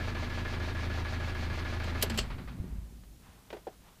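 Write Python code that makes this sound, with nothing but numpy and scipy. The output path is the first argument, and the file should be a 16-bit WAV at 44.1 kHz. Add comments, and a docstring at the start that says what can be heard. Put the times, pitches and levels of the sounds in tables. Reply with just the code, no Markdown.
"""A four-cylinder diesel idles with a clattering knock, heard from the driver's seat of a van.
The ignition key clicks off; the engine turns through its last compressions and shudders to rest.
In the quiet cab a hand rustles and knocks against plastic trim.
The boom is a stack of cosines; knocks and clicks ring damped modes or shape bursts of coloured noise."""
import sys
import numpy as np
from scipy import signal
from scipy.fft import rfft, irfft
from scipy.io import wavfile

SR = 44100
rng = np.random.default_rng(int(sys.argv[2]) if len(sys.argv) > 2 else 0)


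def wav_record(signal):
    """Record a signal, one row per channel, as 16-bit PCM in the file named by sys.argv[1]."""
    frames = np.transpose(np.atleast_2d(signal))
    bounded = np.clip(frames, -1, 1)
    # unit amplitude maps onto the largest positive 16-bit level
    quanta = np.round(bounded * 32767).astype(np.int16)
    wavfile.write(sys.argv[1], SR, quanta)


N = 176400
T = np.arange(N) / SR  # time [s]

CYCLE_S = .14998  # two crank turns, four firings
KEY_OFF_S = 2.105  # the fuel is cut and the running sounds start to fade
CLATTER_FADE_DB_PER_S = 75
CLICK_ATTACK_S = 0.0012
CAB_TAIL_DB, CAB_DECAY_S = -10.5, 0.017  # short answer of the cab, relative to the direct blow

# cab panels: (frequency [Hz], relative level [dB], t60 [s])
PANEL_MODES = [(177, 1.5, 0.17), (207, -6, 0.2), (245, -2, 0.2), (270, 0, 0.077), (335, -9, 0.087),
               (360.3, -2.5, 0.21)]
# tone of the engine's mechanical clatter: (frequency [Hz], relative level per hertz [dB])
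CLATTER_SPECTRUM = [(150, -9.5), (350, 1), (550, -2), (900, 0), (1400, -1.5), (1900, -3.5), (2400, -5),
                    (2900, -10), (4500, -13), (6000, -30.5), (9000, -45), (16000, -57)]
# tone of the steering column: (frequency [Hz], relative level per hertz [dB])
COLUMN_SPECTRUM = [(120, -12), (280, -8.5), (370, -1), (600, -0.5), (800, -7), (1100, -20), (1450, -16),
                   (2000, -27.5), (4000, -41), (12000, -64)]


def from_db(db):
    """Decibels to gain."""
    return 10 ** (np.asarray(db) / 20)


def in_time(rows):
    """Each column of a curve, sample by sample."""
    s, *columns = np.transpose(rows)
    return [np.interp(T, s, c) for c in columns]


def colour(x, spectrum):
    """Minimum-phase filter with the given spectrum; white noise keeps its power."""
    size = 2 * N
    hz, db = np.transpose(spectrum)
    bin_hz = np.arange(N + 1) * SR / size
    gain = from_db(np.interp(np.log(bin_hz + 1), np.log(hz), db))
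    cepstrum = irfft(np.log(gain / np.sqrt(np.mean(gain ** 2))))
    # folding the cepstrum forward in time makes the filter causal
    cepstrum[1:N] *= 2
    cepstrum[N + 1:] = 0
    return irfft(rfft(x, size) * np.exp(rfft(cepstrum)))[:N]


def noise(spectrum, envelope):
    """White noise under an envelope, heard through a body's spectrum."""
    return colour(envelope * rng.standard_normal(N), spectrum)


def drift(rate):
    """Random wander in straight lines between points of spread 1, rate points a second."""
    return np.interp(T * rate, np.arange(1000), rng.standard_normal(1000))


def clicks(times, db):
    """A train of single impulses."""
    out = np.zeros(N)
    inside = (times >= 0) & (times < T[-1])
    np.add.at(out, (times[inside] * SR).astype(int), from_db(db)[inside])
    return out


def bursts(times, db, attack_s, decay_s):
    """Envelope of blows that rise, die away and add in power."""
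    power = np.zeros(N)
    for s, level, decay in zip(times, db, decay_s * np.ones(len(times))):
        start = int(np.clip(s * SR, 0, N))
        age = T[:min(N - start, int(10 * decay * SR))]
        blow = from_db(level) * (1 - np.exp(-age / attack_s)) * np.exp(-age / decay)
        power[start:start + len(age)] += blow ** 2
    return np.sqrt(power)


def ring(x, modes):
    """Damped resonances; a unit click rings each at its own level."""
    out = 0
    for hz, db, t60 in modes:
        r = from_db(-60 / (t60 * SR))  # decay per sample
        w = 2 * np.pi * hz / SR
        # the tiny offset keeps the filter clear of slow denormal numbers
        mode = signal.lfilter([0, np.sin(w)], [1, -2 * r * np.cos(w), r * r], x + 1e-18)
        out = out + from_db(db) * mode
    return out


def struck(times, db, decay_s, spectrum, tail_db):
    """Quickly damped noise blows, each with the cab's short tail."""
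    direct = bursts(times, db, CLICK_ATTACK_S, decay_s)
    tail = bursts(times, db + tail_db, decay_s.mean(), CAB_DECAY_S)
    return noise(spectrum, np.hypot(direct, tail))


def shroud(times, db, contact_s):
    """Blows ring the column's plastic shroud; a longer contact sounds duller."""
    # shroud resonances: (frequency [Hz], relative level [dB], t60 [s])
    shroud_modes = [(341, -4.5, 0.086), (412, 4.5, 0.075), (588, 8.5, 0.029), (643, -3, 0.11),
                    (758, -6.5, 0.099), (920, 2, 0.044), (1460, -6, 0.044)]
    push = np.zeros(N)
    for s, level, length in zip(times, db, contact_s * np.ones(len(times))):
        pulse = np.sin(np.pi * np.clip(T[:500] / length, 0, 1)) ** 2
        start = int(s * SR)
        push[start:start + len(pulse)] += from_db(level) * pulse / pulse.sum()
    # neighbouring modes answer with opposite sign
    return sum((-1) ** k * ring(push, [mode]) for k, mode in enumerate(shroud_modes))


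def every_cycle(rows):
    """Repeats a table of contacts each engine cycle, a little uneven in time and strength."""
    jitter_s, uneven_db = .0003, 0.9
    cycles = range(int(T[-1] / CYCLE_S))
    rows = np.array([(k * CYCLE_S + s, a, b) for k in cycles for s, a, b in rows])
    return (rows + rng.standard_normal(rows.shape) * [jitter_s, uneven_db, uneven_db]).T


def running(fade_db_per_s):
    """Full level until the fuel is cut, then a fade."""
    return from_db(-fade_db_per_s * np.maximum(T - KEY_OFF_S, 0))


def boom():
    """The firing rate and its multiples drone in the cab, over a low rumble."""
    # drone partials: (multiple of the firing rate, RMS level [dB])
    orders = [(1, -45.5), (2, -43.5), (3, -37.5), (4, -43), (6, -53.5), (9, -56.5)]
    # low rumble: (frequency [Hz], relative level per hertz [dB])
    rumble_spectrum = [(15, 6), (30, -26.5), (48, -15.5), (80, 7.5), (130, -3.5), (230, 0), (330, -2),
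                       (600, -24), (2000, -43.5)]
    cab_order = 3  # the multiple on which the cab resonates
    spread_rad = 1.4  # the cab delays the multiples on either side of it
    lag_s, waver_db, rumble_db, fade_db_per_s = 0.00948, 0.85, -44.5, 107
    firing_phase = 2 * np.pi * (T - lag_s) / (CYCLE_S / 4)
    drone = np.zeros(N)
    for order, db in orders:
        level = np.sqrt(2) * from_db(db + waver_db * drift(12.45))
        drone += level * np.cos(order * firing_phase - spread_rad * (order - cab_order) ** 2)
    return (drone + noise(rumble_spectrum, from_db(rumble_db))) * running(fade_db_per_s)


def firing_knock():
    """Each firing thumps the cab panels a moment after its harder knock rings out."""
    # firings in one cycle: (time into the cycle [s], relative thump [dB], relative knock [dB])
    firings = [(.0005, -2.5, 0.5), (.0375, -2.5, -4), (.0755, -1.5, 4.5), (.112, 1.5, -7)]
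    # ring of the knock: (frequency [Hz], relative level [dB], t60 [s])
    knock_modes = [(635, 0, .07), (765, -7, .07), (930, -8, .07), (1065, -9, .07), (1200, -7, .09),
                   (1385, -7, .06)]
    thump_db, thump_lag_s, knock_db = -46.5, 0.00503, -42.5
    s, thump_offset_db, knock_offset_db = every_cycle(firings)
    thump = ring(clicks(s + thump_lag_s, thump_offset_db + thump_db), PANEL_MODES)
    knock = ring(clicks(s, knock_offset_db + knock_db), knock_modes)
    return (thump + knock) * running(CLATTER_FADE_DB_PER_S)


def contact_clatter():
    """Injector and valve contacts burst as noise and ring the engine covers."""
    # contacts in one cycle: (time into the cycle [s], relative clatter [dB], relative ring [dB])
    contacts = [(.001, 1, 3), (.008, 0, 3), (.017, 1, 0), (.028, -2, 1), (.041, 0, 1), (.047, -2, -7),
                (.059, -4, -9), (.076, -2, -2), (.083, 2, 2), (.092, 0, -6), (.102, 0, -6), (.112, -2, -3),
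                (.122, -1, -4), (.132, -5, -9)]
    # ringing engine covers: (frequency [Hz], relative level [dB], t60 [s])
    cover_modes = [(1424, -10.5, 0.15), (1674, -2, 0.15), (1709, 1.5, 0.097), (2133, -5, 0.059),
                   (2300, -5, 0.027), (3113, -11.5, 0.056)]
    clatter_db, decay_s = -42, 0.015
    ring_db, ring_fade_db_per_s = -48.5, 170  # on top of the common clatter fade
    s, clatter_offset_db, ring_offset_db = every_cycle(contacts)
    envelope = bursts(s, clatter_offset_db + clatter_db, CLICK_ATTACK_S, decay_s)
    rattle = noise(CLATTER_SPECTRUM, envelope)
    blows = clicks(s, ring_offset_db + ring_db) * running(ring_fade_db_per_s)
    return (rattle + ring(blows, cover_modes)) * running(CLATTER_FADE_DB_PER_S)


def engine_hiss():
    """Coloured noise swells and sinks within each engine cycle."""
    # tone of the hiss: (frequency [Hz], relative level per hertz [dB])
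    hiss_spectrum = [(800, -17.5), (2200, 7), (3000, 0.5), (4400, 0), (5300, -5), (6500, -8.5),
                     (8000, -18.5), (11000, -24.5), (16000, -33)]
    # swell over one cycle: (time into the cycle [s], relative level [dB])
    hiss_swell = [(.0, 3.5), (.014, -2.5), (.033, 2.5), (.05, 4), (.075, 4.5), (.1, 5), (.122, -2.5),
                  (.142, -6.5)]
    hiss_db = -52
    swell_db = np.interp(T, *np.transpose(hiss_swell), period=CYCLE_S)
    hiss = noise(hiss_spectrum, from_db(hiss_db + swell_db + 0.5 * drift(200)))
    return hiss * running(CLATTER_FADE_DB_PER_S)


def steady_hiss():
    """A faint hiss of constant level lies under everything."""
    # tone of the hiss: (frequency [Hz], relative level per hertz [dB])
    floor_spectrum = [(20, 14), (200, 14), (500, 8.5), (1000, -6), (3000, -1.5), (7000, -2), (15000, -4.5)]
    return noise(floor_spectrum, from_db(-62))


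def ignition_key():
    """The lock snaps through its detents; barrel and steering column answer."""
    # clicks: (time [s], snap [dB], barrel [dB], column [dB], decay [s])
    key_clicks = [(1.84, -51, -42, -63, 0.0047), (2.014, -49, -40, -55, 0.014),
                  (2.0243, -18, -34, -44, 0.0061), (2.0296, -47, -29.5, -25, 0.0077),
                  (2.098, -45, -32, -35, 0.007), (2.141, -58, -50, -52, 0.031),
                  (2.175, -36, -29, -61, 0.0068), (2.185, -45, -22, -28, 0.0025),
                  (2.188, -45, -20.5, -39.5, 0.0046)]
    # bright snap: (frequency [Hz], relative level per hertz [dB])
    snap_spectrum = [(500, -20), (2500, -0.5), (4500, 2.5), (6000, -6), (7600, -3), (9200, -10),
                     (11000, 1.5), (13300, -1), (15500, -11)]
    # lock barrel: (frequency [Hz], relative level per hertz [dB])
    barrel_spectrum = [(300, -14), (1200, -6), (2400, -4), (3100, 4.5), (3700, -7.5), (4500, -2),
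                       (6400, -12), (7600, -5.5), (8600, -14), (9600, -25), (16000, -31)]
    # metal of the lock: (frequency [Hz], relative level [dB], t60 [s])
    lock_modes = [(2620, -21, 0.06), (2850, -10, 0.053), (3100, -2, 0.063), (4260, -4, 0.048),
                  (5490, -4, .04), (7000, -12, .04), (7600, 4, 0.026)]
    snap_tail_db, lock_db, shroud_db, contact_s = -25, -13.5, -11.5, 0.00049
    s, snap_db, barrel_db, column_db, decay_s = np.transpose(key_clicks)
    snap = struck(s, snap_db, decay_s, snap_spectrum, snap_tail_db)
    barrel = struck(s, barrel_db, decay_s, barrel_spectrum, CAB_TAIL_DB)
    column = struck(s, column_db, decay_s, COLUMN_SPECTRUM, CAB_TAIL_DB)
    metal = ring(clicks(s, barrel_db + lock_db), lock_modes)
    plastic = shroud(s, column_db + shroud_db, contact_s)
    return snap + barrel + column + metal + plastic


def rocking():
    """The engine rocks on its mounts: low sway, panel shudder, loose rattle and single jolts."""
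    # rocking: (time [s], sway [dB], panel shudder [dB], rattle [dB])
    rocking_levels = [(2.03, -77, -69, -67), (2.15, -35.5, -46, -50), (2.36, -39.5, -45, -71),
                      (2.46, -41.5, -48.5, -64), (2.55, -54, -45.5, -67), (2.63, -48, -42.5, -61.5),
                      (2.74, -39, -50.5, -64), (2.83, -48, -54.5, -68.5), (2.96, -52.5, -57.5, -72),
                      (3.07, -52.5, -56.5, -90), (3.2, -59, -63, -90), (3.35, -60.5, -63.5, -84),
                      (4, -64.5, -66.5, -70)]
    # low sway: (frequency [Hz], relative level per hertz [dB])
    sway_spectrum = [(12, -16), (28, -13), (44, -4.5), (54, 2.5), (75, -14), (110, -18), (250, -52),
                     (600, -80)]
    # panel shudder: (frequency [Hz], relative level per hertz [dB])
    shudder_spectrum = [(50, -23), (85, 2), (115, 1), (170, 2), (250, -3), (340, -16.5), (500, -24),
                        (1000, -29), (3000, -69)]
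    # jolts of the mounts: (time [s], level [dB])
    mount_jolts = [(2.273, -37), (2.345, -35), (2.599, -31.5), (2.784, -38), (3.29, -50), (3.807, -58)]
    # ring of the mounts: (frequency [Hz], relative level [dB], t60 [s])
    mount_modes = [(44.3, -10, 0.12), (79, 7.5, 0.07), (126, -25, .05)]
    # judders of the cab's panels: (time [s], level [dB])
    panel_judders = [(2.365, -50), (2.402, -47), (2.44, -50), (2.59, -50), (2.642, -45.5), (2.725, -54.5),
                     (2.925, -58)]
    sway, shudder, rattle = from_db(in_time(rocking_levels))
    jolts = ring(clicks(*np.transpose(mount_jolts)), mount_modes)
    judders = ring(clicks(*np.transpose(panel_judders)), PANEL_MODES)
    swaying = noise(sway_spectrum, sway) + noise(shudder_spectrum, shudder)
    return jolts + judders + swaying + noise(CLATTER_SPECTRUM, rattle)


def sinking_hum():
    """A sine hum sinks with the crank and dies away."""
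    # hum: (time [s], frequency [Hz], level [dB])
    hum_curve = [(2.06, 241.7, -65), (2.11, 227, -34.5), (2.17, 217, -38), (2.26, 220.5, -49),
                 (2.36, 203, -62), (2.45, 191, -92)]
    hz, hum_db = in_time(hum_curve)
    started = T > hum_curve[0][0]
    return from_db(hum_db) * np.sin(2 * np.pi * np.cumsum(hz) / SR) * started


def last_compressions():
    """The last compressions puff as soft-edged bursts of clatter noise."""
    # strokes: (time [s], level [dB])
    strokes = [(2.224, -43.5), (2.299, -40.5), (2.378, -45.5), (2.405, -52), (2.472, -45), (2.515, -54)]
    attack_s, decay_s = 0.0053, 0.035
    return noise(CLATTER_SPECTRUM, bursts(*np.transpose(strokes), attack_s, decay_s))


def hand():
    """Dull knocks on the column's plastic trim amid a soft rustle."""
    # knocks: (time [s], thud [dB], tick [dB], decay [s], contact [s])
    trim_knocks = [(3.034, -66, -55, .005, .001), (3.502, -46, -42.5, 0.0073, 0.00067),
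                   (3.527, -33, -44.5, 0.011, 0.0022), (3.5309, -27, -53, 0.0035, 0.0021),
                   (3.545, -40, -59, 0.014, .0022), (3.566, -40, -52, .011, 0.0023),
                   (3.6682, -34, -53, 0.0034, 0.00064), (3.6719, -31.5, -55, 0.011, 0.00087)]
    # light tick: (frequency [Hz], relative level per hertz [dB])
    tick_spectrum = [(200, -12), (700, -2), (1500, 0.5), (3000, -1.5), (5000, -11), (8000, -22),
                     (16000, -28)]
    # handling: (time [s], level [dB])
    handling = [(3.18, -75), (3.26, -60.5), (3.36, -64.5), (3.47, -67.5), (3.58, -62), (3.65, -71),
                (3.73, -64.5), (3.79, -75), (3.88, -60.5), (4, -75)]
    # rustle: (frequency [Hz], relative level per hertz [dB])
    rustle_spectrum = [(150, -3), (400, -8), (800, 4), (1200, 1.5), (2000, -5), (3500, -7), (6000, -20),
                       (14000, -30)]
    shroud_db, rough_db = -6, -5
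    s, thud_db, tick_db, decay_s, contact_s = np.transpose(trim_knocks)
    rustle_db, = in_time(handling)
    thuds = shroud(s, thud_db + shroud_db, contact_s)
    rough = struck(s, thud_db + rough_db, decay_s, COLUMN_SPECTRUM, CAB_TAIL_DB)
    ticks = struck(s, tick_db, decay_s, tick_spectrum, CAB_TAIL_DB)
    return thuds + rough + ticks + noise(rustle_spectrum, from_db(rustle_db))


def scene():
    """Engine, key and hand over a faint steady hiss, in one channel."""
    engine = boom() + firing_knock() + contact_clatter() + engine_hiss()
    background = steady_hiss()
    key = ignition_key()
    run_down = rocking() + sinking_hum() + last_compressions()
    return (engine + background + key + run_down + hand())[None]


def record(dry):
    """A steep elliptic low-pass cuts the top."""
    cutoff_hz = 15200
    # order 12, 0.1 dB passband ripple, 80 dB stopband
    low_pass = signal.ellip(12, .1, 80, cutoff_hz, fs=SR, output="sos")
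    return signal.sosfilt(low_pass, dry)


dry = scene()
out = record(dry)
wav_record(out)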